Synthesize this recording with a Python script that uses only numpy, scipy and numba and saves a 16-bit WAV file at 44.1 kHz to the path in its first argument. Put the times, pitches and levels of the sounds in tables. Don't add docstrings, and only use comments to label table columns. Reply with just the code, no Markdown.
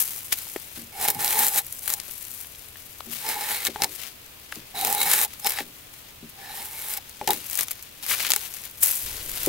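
import sys
import numpy as np
from scipy import signal
from scipy.fft import rfft, irfft, next_fast_len
from scipy.io import wavfile
from scipy.ndimage import uniform_filter1d
from numba import njit

SR = 44100
rng = np.random.default_rng(int(sys.argv[2]) if len(sys.argv) > 2 else 0)


def file_out(sig):
    cols = np.atleast_2d(sig).T
    lim = np.clip(cols, -1, 1)
    pcm = np.round(lim * 32767).astype(np.int16)
    wavfile.write(sys.argv[1], SR, pcm)


N = 418068


def undb(db):
    return np.exp(np.asarray(db) * np.log(10) / 20)


def level(x, db=0):
    return x * undb(db) / np.sqrt(np.mean(x ** 2))


def colour(x, points):
    size = next_fast_len(N)
    hz, db = np.transpose(points)
    bins_hz = np.arange(size // 2 + 1) * SR / size
    gain = undb(np.interp(np.log(bins_hz + 1), np.log(hz), db))
    return level(irfft(rfft(x, size) * gain, size)[..., :N])


def ring(x, hz, width_hz):
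    return signal.lfilter(*signal.iirpeak(hz, hz / width_hz, fs=SR), x)


def modes(x, table):
    return sum(undb(db) * ring(x, hz, width_hz) for hz, width_hz, db in table)


def walk(rate, size=32):
    knots = rng.standard_normal(int(N / SR * rate) + 3)
    places = np.arange(N // size + 1) * size * rate / SR
    coarse = np.interp(places, np.arange(len(knots)), knots)
    smooth = uniform_filter1d(coarse, int(SR / size / rate / 2))
    return np.repeat(smooth, size)[:N]


def pair(alike):
    shared, left, right = rng.standard_normal((3, N))
    size = next_fast_len(N)
    lead = np.exp(1j * 0.8)
    turned = irfft(rfft(shared, size) * lead, size)[:N]
    return np.sqrt(alike) * np.array([shared, turned]) + np.sqrt(1 - alike) * np.array([left, right])


def sides(pan_db):
    return undb(np.array([pan_db, -pan_db]) / 2)


def crackle(rate, spread_db, tail, patchy_db):
    happens = rng.random(N) < rate / SR
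    size = happens * undb(spread_db * np.minimum(rng.exponential(size=N), 4.5))
    power = signal.lfilter([1], [1, -np.exp(-1 / (tail * SR))], size ** 2)
    return np.sqrt(power) * undb(patchy_db * (walk(30) + walk(110)))


def add(out, s, sound):
    i = int(s * SR)
    out[..., i:i + sound.shape[-1]] += sound[..., :N - i]


# (frequency [Hz], spectral density level [dB per Hz])
WIND_COLOUR = [(12, -35), (20, -27), (74, -4), (130, -8), (154, -11.5), (310, -14), (337, -15), (1120, -19),
               (1290, -19), (1660, -19.5), (2670, -16), (5850, -23.5), (10800, -24), (16000, -18)]
# (time [s], level [dB])
RUMBLE = [(0, -61), (8.95, -63), (9.05, -46), (9.2, -44.5), (9.48, -45)]


def forest():
    mid, side = rng.standard_normal((2, N))
    side = signal.sosfilt(signal.butter(3, 230, "high", fs=SR, output="sos"), side)
    wind = colour(np.array([mid + side, mid - side]), WIND_COLOUR)
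    wind = wind * sides(0.35)[:, None] * undb(-45.5 + 0.62 * walk(4.5))
    s, db = np.transpose(RUMBLE)
    low = colour(rng.standard_normal(N),
                 [(15, -4), (60, -9), (110, -10), (200, -23), (500, -20), (2000, -58)])
    return wind + low * undb(np.interp(np.arange(N) / SR, s, db))


# (time [s], treble level [dB], nominal mids over treble [dB], left minus right [dB])
STIR = [(0, -26, -12.5, 7), (.27, -36.5, -10, 4.5), (.58, -39, -8.5, 11), (.9, -51, -1, 8.5),
        (1.62, -43.5, -7, 6), (1.82, -35, -14.5, 7.5), (2.04, -44, -3, 10), (2.18, -36, -12, 12.5),
        (2.43, -40.5, -10, 9), (2.58, -46.5, -7, 14), (3.0, -49.5, -7, 19.5), (3.7, -49.5, 5.5, 9.5),
        (3.9, -47, 1, 9), (4.15, -57.5, -2, 18.5), (4.7, -55.5, 2, 14.5), (5.3, -50, 0, 7),
        (5.76, -52, -4, 13.5), (6.2, -60, 6, 12), (7.2, -55.5, 5.5, 11.5), (7.36, -37.5, -2, 7),
        (7.5, -47, -8, 8), (7.66, -52, 5, 6.5), (8.0, -58, 3, 14), (8.4, -39, -1.5, 13),
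        (8.72, -45.5, -10, 7), (8.8, -45, -7.5, 11), (9.04, -39, 1, 6), (9.2, -35, -4.5, 6.5),
        (9.48, -27, -6, 4.5)]
# (time of peak [s], rise by 20 dB [ms], fall by 20 dB [ms],
# treble level [dB], nominal mids over treble [dB], left minus right [dB]); times held within 4 to 400 ms
RUSTLES = [(.012, 100, 60, -15.5, -14, 6.5), (.327, 8.3, 17, -15, 0, 5.5), (.37, 24, 120, -30.5, -6.5, 4),
           (.482, 37, 150, -39, -13, -1), (.768, 36, 150, -36, -8.5, 4), (1.724, 15, 40, -36, -24.5, 4),
           (2.114, 40, 21, -33.5, -14, 15), (2.41, 52, 60, -34.5, -11, 8), (2.59, 27, 53, -47, -15, 6),
           (3.122, 36, 250, -32, -4.5, 10.5), (3.962, 110, 19, -32.5, -10.5, 11),
           (3.995, 25, 170, -38.5, 0.5, 12.5), (4.525, 15, 80, -46, -2, 15), (4.56, 30, 45, -40.5, -2, 1),
           (5.342, 110, 11, -44.5, 0, 6), (5.404, 43, 30, -35.5, -13, 4), (5.932, 11, 250, -46, -10, 12),
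           (6.15, 15, 11, -44, -15, 14), (6.299, 18, 9.9, -39.5, -15, 8), (7.1, 120, 30, -47, -2, 5),
           (7.51, 11, 350, -34.5, -26, 6), (7.626, 320, 31, -27.5, -4.5, 7.5),
           (7.719, 28, 27, -31.5, -4, 4), (7.828, 16, 18, -35.5, -11, 8), (8.031, 8, 330, -32.5, -0.5, 6),
           (8.105, 38, 78, -16.5, -9, 7.5), (8.208, 180, 190, -29, 2.5, 5.5), (8.306, 21, 123, -24, -7, -2),
           (8.55, 28, 170, -34.5, -5, 8.5), (8.653, 34, 40, -33.5, -2, 9), (8.829, 20, 260, -13.5, -16, 5),
           (8.985, 220, 12, -41, -26, -2), (9.294, 40, 39, -36, -17, -1)]


def rustling():
    t, (s, *columns) = np.arange(N) / SR, np.transpose(STIR)
    db, mids_db, pan_db = (np.interp(t, s, c) for c in columns)
    top = (undb(db) * sides(pan_db)) ** 2
    mids = top * undb(2 * mids_db)
    for s, rise_ms, fall_ms, db, mids_db, pan_db in RUSTLES:
        rise, fall = np.clip([rise_ms, fall_ms], 4, 400) / 1000
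        i, j = max(int((s - 2 * rise) * SR), 0), int((s + 2 * fall) * SR)
        late = t[i:j] - s
        swell_db = db - 20 * np.maximum(-late / rise, late / fall)
        power = (undb(swell_db) * sides(pan_db)[:, None]) ** 2
        top[:, i:j] += power
        mids[:, i:j] += power * undb(2 * mids_db)
    return np.sqrt(top), np.sqrt(mids)


# (frequency [Hz], spectral density level [dB per Hz])
TREBLE = [(4000, -30.5), (6000, -13.5), (8000, -8), (10000, -5), (12500, -1.5), (15000, -6.5), (16500, 0)]
# (frequency [Hz], spectral density level [dB per Hz])
LEAF_MIDS = [(300, -14.5), (800, -6.5), (1400, -6), (2300, -1), (4000, -1.5), (6000, -5), (8000, -10.5)]


def rustles():
    top_gain, mids_gain = rustling()
    ticks = level(crackle(90, 3.0, .0005, 1.5), -5)
    small = level(crackle(2500, 3.0, .001, 1.2))
    large = level(crackle(1500, 2.0, 0.0012, 2.5), 4.1)
    noise = pair(0.45)
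    hiss = colour((small + ticks) * noise, TREBLE)
    crunch = colour((small + large + 0.82 * ticks) * noise, LEAF_MIDS)
    return top_gain * hiss + undb(-2.0) * mids_gain * crunch


# (time [s], relative level [dB], centre [Hz],
# nominal mids over treble [dB], left minus right [dB])
SNAPS = [(0.358, -23, 12100, -28, 5.5), (1.0126, -11, 10800, -23, 2), (1.0266, -13, 10400, -25, 0.0),
         (1.044, -9, 12700, -22, 0.5), (1.0849, -3, 9430, -20, -0.5), (1.1026, -2, 12900, -29, 1),
         (1.1482, -11, 13200, -28, 1.0), (1.2066, -11, 13700, -27, 0.0), (1.246, -3, 11900, -23, -3),
         (1.279, -9, 7070, -23, -1), (1.3274, -7, 11800, -18, 1.0), (1.3902, -7, 12800, -20, 1.5),
         (1.4465, -3.5, 13400, -29, 1.5), (1.4832, -3, 11900, -32, 5), (1.5447, -11, 10100, -29, 6),
         (1.56, -6, 12600, -25, 3.5), (1.6475, -24, 13300, -29, 7.0), (1.726, -12.5, 13700, -33, 5.5),
         (1.7927, -19, 10900, -31, 5.0), (1.8587, -17, 13600, -21, 4.5), (1.8781, -6.5, 13400, -20, 5),
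         (1.8951, -11, 15000, -21, 5.0), (1.902, -8, 13500, -21, 10), (1.9252, -13, 11600, -27, 5.0),
         (1.9383, -4, 11300, -26, 7), (2.0006, -19, 6090, -20, 14), (2.1114, -21, 12200, -23, 8.5),
         (2.2513, -22, 8720, -30, 7), (2.3156, -18, 12700, -31, 9), (3.4101, -17, 5180, -26, 1.5),
         (3.6511, -11, 8870, -15, 11), (3.669, -10, 5310, -16, 5), (3.8207, -6.5, 5200, -15, 4),
         (3.8364, -8.5, 8490, -13, 4), (3.8437, -7.5, 5100, -20, 10), (4.5229, -26.5, 8020, -15, 7),
         (4.557, -23, 6790, -20, 2.5), (4.791, -18, 12600, -17, -4), (4.812, -9, 12600, -20, 0.5),
         (4.849, -2, 12700, -20, 1.0), (4.871, -8, 13100, -19, 0.0), (4.9018, -12, 13000, -22, 0.0),
         (4.927, -3, 13700, -27, -3), (4.9493, -5, 11500, -22, 0.0), (5.0302, -9, 11400, -28, 0.0),
         (5.1146, -1.5, 13300, -19, 3), (5.1363, -2, 11700, -16.5, 2.5), (5.1826, -13, 13400, -24.5, 0),
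         (5.215, -5.5, 11500, -21, 4), (5.232, -8, 13100, -20, 3.0), (5.2488, -5.5, 11800, -21, 3.0),
         (5.3368, -22, 12200, -18, 4.0), (5.3992, -24, 10700, -21, 3.5), (5.4459, -14.5, 6730, -14, 5),
         (5.465, -8, 11900, -13, 2), (5.47, -4, 12400, -18, 5), (5.4964, -7, 13700, -27, 3.5),
         (5.506, -6, 13500, -25, 5.0), (5.5204, -17, 12200, -13, 6.0), (6.9376, -14, 6570, -25, 9),
         (6.9731, -19, 11000, -21, 3.0), (7.0952, -25, 9040, -22, 6.0), (7.2749, -11, 7410, -20, 10.5),
         (7.2895, -15, 5450, -19, 5.5), (7.3057, -2, 13400, -19, 7), (7.333, -6, 11000, -22, 4),
         (7.511, -23, 9920, -32, 8.5), (7.5544, -10, 11800, -24, 10), (7.5744, -9, 12000, -27, 8.0),
         (7.5906, -4.5, 13600, -21.5, 10), (7.6096, -7, 8840, -20, 8), (7.67, -32, 6980, -13, 1),
         (7.6833, -16.5, 10200, -13.5, 5), (7.7096, -15, 14400, -17, 6.5), (7.7142, -8, 13400, -25, 7),
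         (7.8261, -20.5, 11100, -33, 6.0), (8.0277, -25, 11700, -14.5, 6), (8.267, -13, 11400, -22, 5.5),
         (8.296, -16, 11200, -13, 4), (8.3045, -3, 14500, -20, 11), (8.31, -6.5, 6040, -22, 8.0),
         (8.3187, -1, 5030, -20, 5.5), (8.3358, -6, 6950, -16, 7.5), (8.3621, -3.5, 12600, -22.5, 9),
         (8.539, -20, 7810, -21, 9.0), (8.9116, -5.5, 12500, -30, 7), (9.2948, -19, 10300, -25, 4),
         (9.4617, -8, 10500, -21, 10)]


def snaps():
    noise, out, t = pair(0.64), np.zeros((2, N)), np.arange(1024) / SR
    mids = colour(noise, LEAF_MIDS)
    t60 = 0.0032
    fall = undb(-60 * t / t60)
    for s, db, hz, mids_db, pan_db in SNAPS:
        i = min(int(s * SR), N - len(t))
        top = ring(fall * noise[:, i:i + len(t)], hz, 1.33 * hz)
        top = signal.lfilter(*signal.butter(2, 0.5 * hz, "high", fs=SR), top)
        top *= np.sqrt(np.mean(fall ** 2) / np.mean(top ** 2))
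        low = undb(mids_db + 6.5 - 60 * t / (t60 + 0.015)) * mids[:, i:i + len(t)]
        add(out, s, undb(db - 2.0) * (top + low) * sides(pan_db)[:, None])
    return out


# (time [s], peak level [dB], centre [Hz], noise falls 60 dB, held within 0.004 to 0.08 [s])
CLACKS = [(.469, -36.5, 900, .02), (.5619, -22.5, 1480, 0.018), (0.5612, -20, 443, 0.022),
          (.772, -36, 1500, 0.022), (1.998, -27, 2040, 0.014), (2.095, -32, 1900, 0.012),
          (2.447, -30, 2800, 0.013), (2.549, -32, 2960, 0.015), (2.7575, -31.5, 1590, 0.021),
          (3.0062, -21, 1390, 0.005), (3.669, -35.5, 2080, 0.018), (3.678, -46.5, 1200, 0.016),
          (3.7602, -23, 1590, 0.019), (4.5243, -18.5, 1390, 0.018), (5.575, -21, 2130, 0.014),
          (5.587, -13.5, 1960, 0.0252), (5.604, -18.5, 1500, 0.019), (7.2132, -26, 2190, 0.013),
          (7.2762, -14.5, 2220, 0.027), (7.5904, -17.5, 1640, 0.023), (8.096, -19.5, 2140, 0.06),
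          (8.112, -15, 2140, 0.105), (8.135, -16.5, 2020, 0.096), (8.202, -16, 2270, 0.024),
          (8.249, -14.5, 2270, 0.042), (8.363, -24, 1500, 0.014)]
# (time [s], peak level [dB], centre [Hz], push falls 60 dB, held within 0.01 to 0.3 [s])
THUDS = [(.773, -37, 227, 0.23), (1.152, -35.5, 140, .2), (2.085, -41.5, 417, 0.034),
         (3.057, -37, 215, 0.26), (3.684, -28, 327, 0.063), (3.851, -40.5, 374, .2),
         (4.565, -36, 220, 0.067), (5.604, -28, 300, 0.03), (6.227, -35, 217, 0.082),
         (7.213, -32, 404, 0.098), (7.2764, -26, 408, 0.17), (7.335, -40, 300, 0.29),
         (7.34, -39.5, 165, 0.21), (9.47, -14.5, 343, 0.072)]
# (frequency [Hz], width [Hz], level [dB])
LOG = [(130.4, 25, -10.5), (165, 9.1, 1.5), (232, 13.6, 3.5), (300, 16, -0.5), (374, 15, 0), (506, 25, -6)]


def knocks():
    out, t = np.zeros(N), np.arange(8192) / SR
    splinters = rng.standard_normal((len(CLACKS), len(t)))
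    for (s, db, hz, t60), noise in zip(CLACKS, splinters):
        blow = (t == 0) * 5.4
        splinter = noise * undb(-60 * t / np.clip(t60, .004, .08))
        sound = ring(ring(blow + splinter, hz, 0.72 * hz), hz, 4.1 * hz)
        add(out, s, undb(db) * sound / np.abs(sound).max())
    rumbles = rng.standard_normal((len(THUDS), len(t)))
    for (s, db, hz, t60), noise in zip(THUDS, rumbles):
        push = undb(-60 * (t / np.clip(t60, .01, .3)) ** 1.34)
        shaking = undb(-22 - 60 * t / 0.67) * np.cos(np.pi * t / t[-1] / 2)
        force = noise * (push + shaking)
        sound = ring(force, hz, .5 * hz) + undb(1.5) * modes(force, LOG)
        sound = ring(sound, hz, 1.0 * hz)
        add(out, s, undb(db) * sound / np.abs(sound).max())
    return out * sides(4.2)[:, None]


def spells(tables, fade=.004):
    t, rows = np.arange(N) / SR, np.vstack(tables)
    on = sum((t >= table[0][0]) * (t <= table[-1][0]) for table in tables) > 0
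    db, *rest = (np.interp(t, rows[:, 0], c) for c in rows[:, 1:].T)
    return uniform_filter1d(on * undb(db), int(fade * SR)), *rest


@njit
def moving_resonance(x, hz, width):
    y, band, low = np.empty(len(x)), 0., 0.
    for i in range(len(x)):
        g, k = np.tan(np.pi * hz[i] / SR), width / hz[i]
        v = (band + g * (x[i] - low)) / (1 + g * (g + k))
        band, low, y[i] = 2 * v - band, low + 2 * g * v, k * v
    return y


# (time [s], relative tearing treble level [dB],
# coarse tearing mids over treble [dB], nominal blade ring over treble [dB])
STROKES = [
    [(0.92, -57, 3, -1), (0.926, -46.5, -8, -7), (0.996, -34, -4.5, -5), (1.054, -20.5, -8.5, -11),
     (1.074, -35, -2, -4), (1.084, -18, -10, -15), (1.096, -28, -6, -4), (1.102, -20, -11.5, -14),
     (1.126, -35.5, -12, -7), (1.182, -39.5, -7, 0), (1.19, -33, -8, -11)],
    [(1.19, -28, -7, -9), (1.202, -24, -9, -15.5), (1.366, -24.5, -8.5, -10), (1.39, -19, -11.5, -16),
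     (1.428, -21.5, -8.5, -10), (1.442, -19.5, -9, -13.5), (1.49, -19, -14.5, -19),
     (1.498, -29, -13.5, -14.5), (1.588, -16.5, -12.5, -22), (1.62, -47, -9, -5)],
    [(1.82, -40, -18, -21.5), (1.892, -28.5, -10.5, -20), (1.944, -26.5, -15.5, -17), (1.96, -50, -12, -9),
     (1.99, -41, -5, -11)],
    [(3.2, -37, -7, -17), (3.224, -42, -2, -11), (3.252, -36, -3.5, -4.5), (3.296, -29, -2.5, -9),
     (3.364, -39.5, 0, -0.5), (3.522, -27.5, -4, -14.5), (3.632, -38.5, 0, -15), (3.656, -30.5, -8, -31),
     (3.674, -26, 1.5, -12.5), (3.69, -57, 9, 1)],
    [(3.78, -59, -7, 6), (3.806, -45, 2.5, 10), (3.846, -27.5, -5, -4), (3.856, -41, -4, 3),
     (3.88, -51, -9, -9)],
    [(4.74, -64, 8, 14), (4.752, -44.5, -1, 5.5), (4.788, -32.5, -6, -6), (4.858, -28, -7, -1),
     (4.986, -27.5, -6, -8), (5.034, -20, -10.5, -18), (5.04, -28, -7, -11), (5.064, -25.5, -8, -7),
     (5.108, -18.5, -7, -20), (5.248, -22.5, -10.5, -15.5), (5.27, -55, 0, 10)],
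    [(5.42, -47, -8, -13), (5.45, -32, -10, -4), (5.46, -38, 6, 8), (5.47, -25.5, -11, -11),
     (5.55, -40, 2, -11), (5.594, -36, 1, -5), (5.64, -51, 3, -8)],
    [(6.35, -68, 6, 6), (6.398, -53, 0.5, 4), (6.496, -47.5, 1.5, 0), (6.554, -37.5, -5, -13),
     (6.602, -39.5, -2, -1), (6.65, -31.5, -11.5, -24), (6.718, -38.5, -8, -13), (6.944, -30, -9, -26),
     (6.966, -38, -6, -7), (6.974, -29.5, -8, -17), (6.99, -53, 0, 7)],
    [(7.276, -22.5, -2, 1.5), (7.3, -45, -3, 18), (7.306, -23, -7, -6), (7.36, -47, -4, -9)],
]
# (frequency [Hz], spectral density level [dB per Hz])
TEAR_MIDS = [(150, -32), (400, -10.5), (1200, -6.5), (2000, -3.5), (4000, -5.5), (6000, -12.5), (8000, -11)]
# (frequency [Hz], nominal width [Hz], relative level [dB])
BLADE = [(428, 35, -12), (840, 60, 0), (1780, 120, -10), (2190, 90, -6), (3900, 110, -6), (4190, 80, -11),
         (5200, 90, -8)]
# (time [s], frequency [Hz])
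BENDING = [(.92, 776), (1.36, 850), (1.6, 807), (3.2, 855), (3.69, 832), (4.74, 754), (4.95, 815),
           (5.13, 836), (5.27, 824), (6.35, 767), (6.6, 834), (6.81, 870), (6.99, 810), (7.2, 827)]
STRIP_STARTS = [0, .92, 3.2, 4.74, 6.35]


def strokes():
    pull, mids_db, ring_db = spells(STROKES)
    t, starts = np.arange(N) / SR, np.array(STRIP_STARTS)
    since_start = t - starts[np.searchsorted(starts, t, "right") - 1]
    pan_db = -0.3 + 4 * since_start
    thick = level(crackle(45, 2.7, .0004, 0.65), -9.5)
    fine = level(crackle(5000, 1.1, 0.0004, 1.12)) + thick
    noise = pair(0.66)
    coarse = (level(fine) + 0.65) * noise
    upper = sum(undb(db + 7.3 * walk(14)) * ring(coarse, hz, 0.93 * width_hz)
                for hz, width_hz, db in BLADE[2:])
    upper = level(upper, -4.5) * undb(.4 * np.clip(ring_db + 8, -15, 5))
    mids = colour(coarse, TEAR_MIDS) + upper
    tear = colour(fine * noise, TREBLE) + undb(mids_db) * mids

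    jolts = crackle(1500, 2.1, 0.0017, 1.2) * pair(0.95)
    s, hz = np.transpose(BENDING)
    hz, width_hz = np.interp(t, s, hz), BLADE[1][1]
    main = np.array([moving_resonance(moving_resonance(port, hz, 1.18 * width_hz), hz, 4.0 * width_hz)
                     for port in jolts])
    lowest = level(modes(jolts, BLADE[:1]), -13.5)
    log = level(modes(jolts, LOG), -15.0)
    steel = level(main, 0.4) + lowest + log
    return undb(1.26) * pull * (tear * sides(pan_db) + steel * undb(ring_db) * sides(0.12 * pan_db))


# (time [s], relative level [dB], relative upper modes level [dB])
CATCHES = [(1.085, -21, 9), (3.672, -33, 13), (3.7595, -18, -22.5), (3.8217, -17, 10), (3.837, -22, 6),
           (3.8442, -21.5, 8), (5.4466, -27, 1.5), (5.4717, -22, 13.5), (7.2135, -14.5, -21),
           (7.2758, -16, -9), (7.2912, -18, -6), (7.308, -17.5, 4), (7.3347, -37, 0), (8.3055, -30, -6),
           (8.363, -22, 5)]


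def catches():
    t = np.arange(8192) / SR
    rings = [undb(db) * np.exp(-np.pi * .8 * width_hz * t) * np.sin(2 * np.pi * hz * t)
             for hz, width_hz, db in BLADE]
    twin = 0.093 * np.exp(-np.pi * 60 * t) * np.sin(2 * np.pi * 905 * t)
    low, upper = sum(rings[:2]) + twin, sum(rings[2:])
    out = np.zeros(N)
    for s, db, upper_db in CATCHES:
        add(out, s, undb(db - 7.0) * (low + undb(upper_db - 3.0) * upper))
    return out * sides(2.1)[:, None]


def scene():
    wind = forest()
    near = rustles() + snaps() + knocks() + strokes() + catches()
    t = np.arange(6000) / SR
    tail = rng.standard_normal((2, len(t))) * undb(-52 - 60 * t / .1) * (t > .003)
    return near + signal.fftconvolve(near, tail, axes=1)[:, :N] + wind


def record(dry):
    return signal.sosfilt(signal.ellip(10, .2, 60, 15750, fs=SR, output="sos"), dry)


dry = scene()
out = record(dry)
file_out(out)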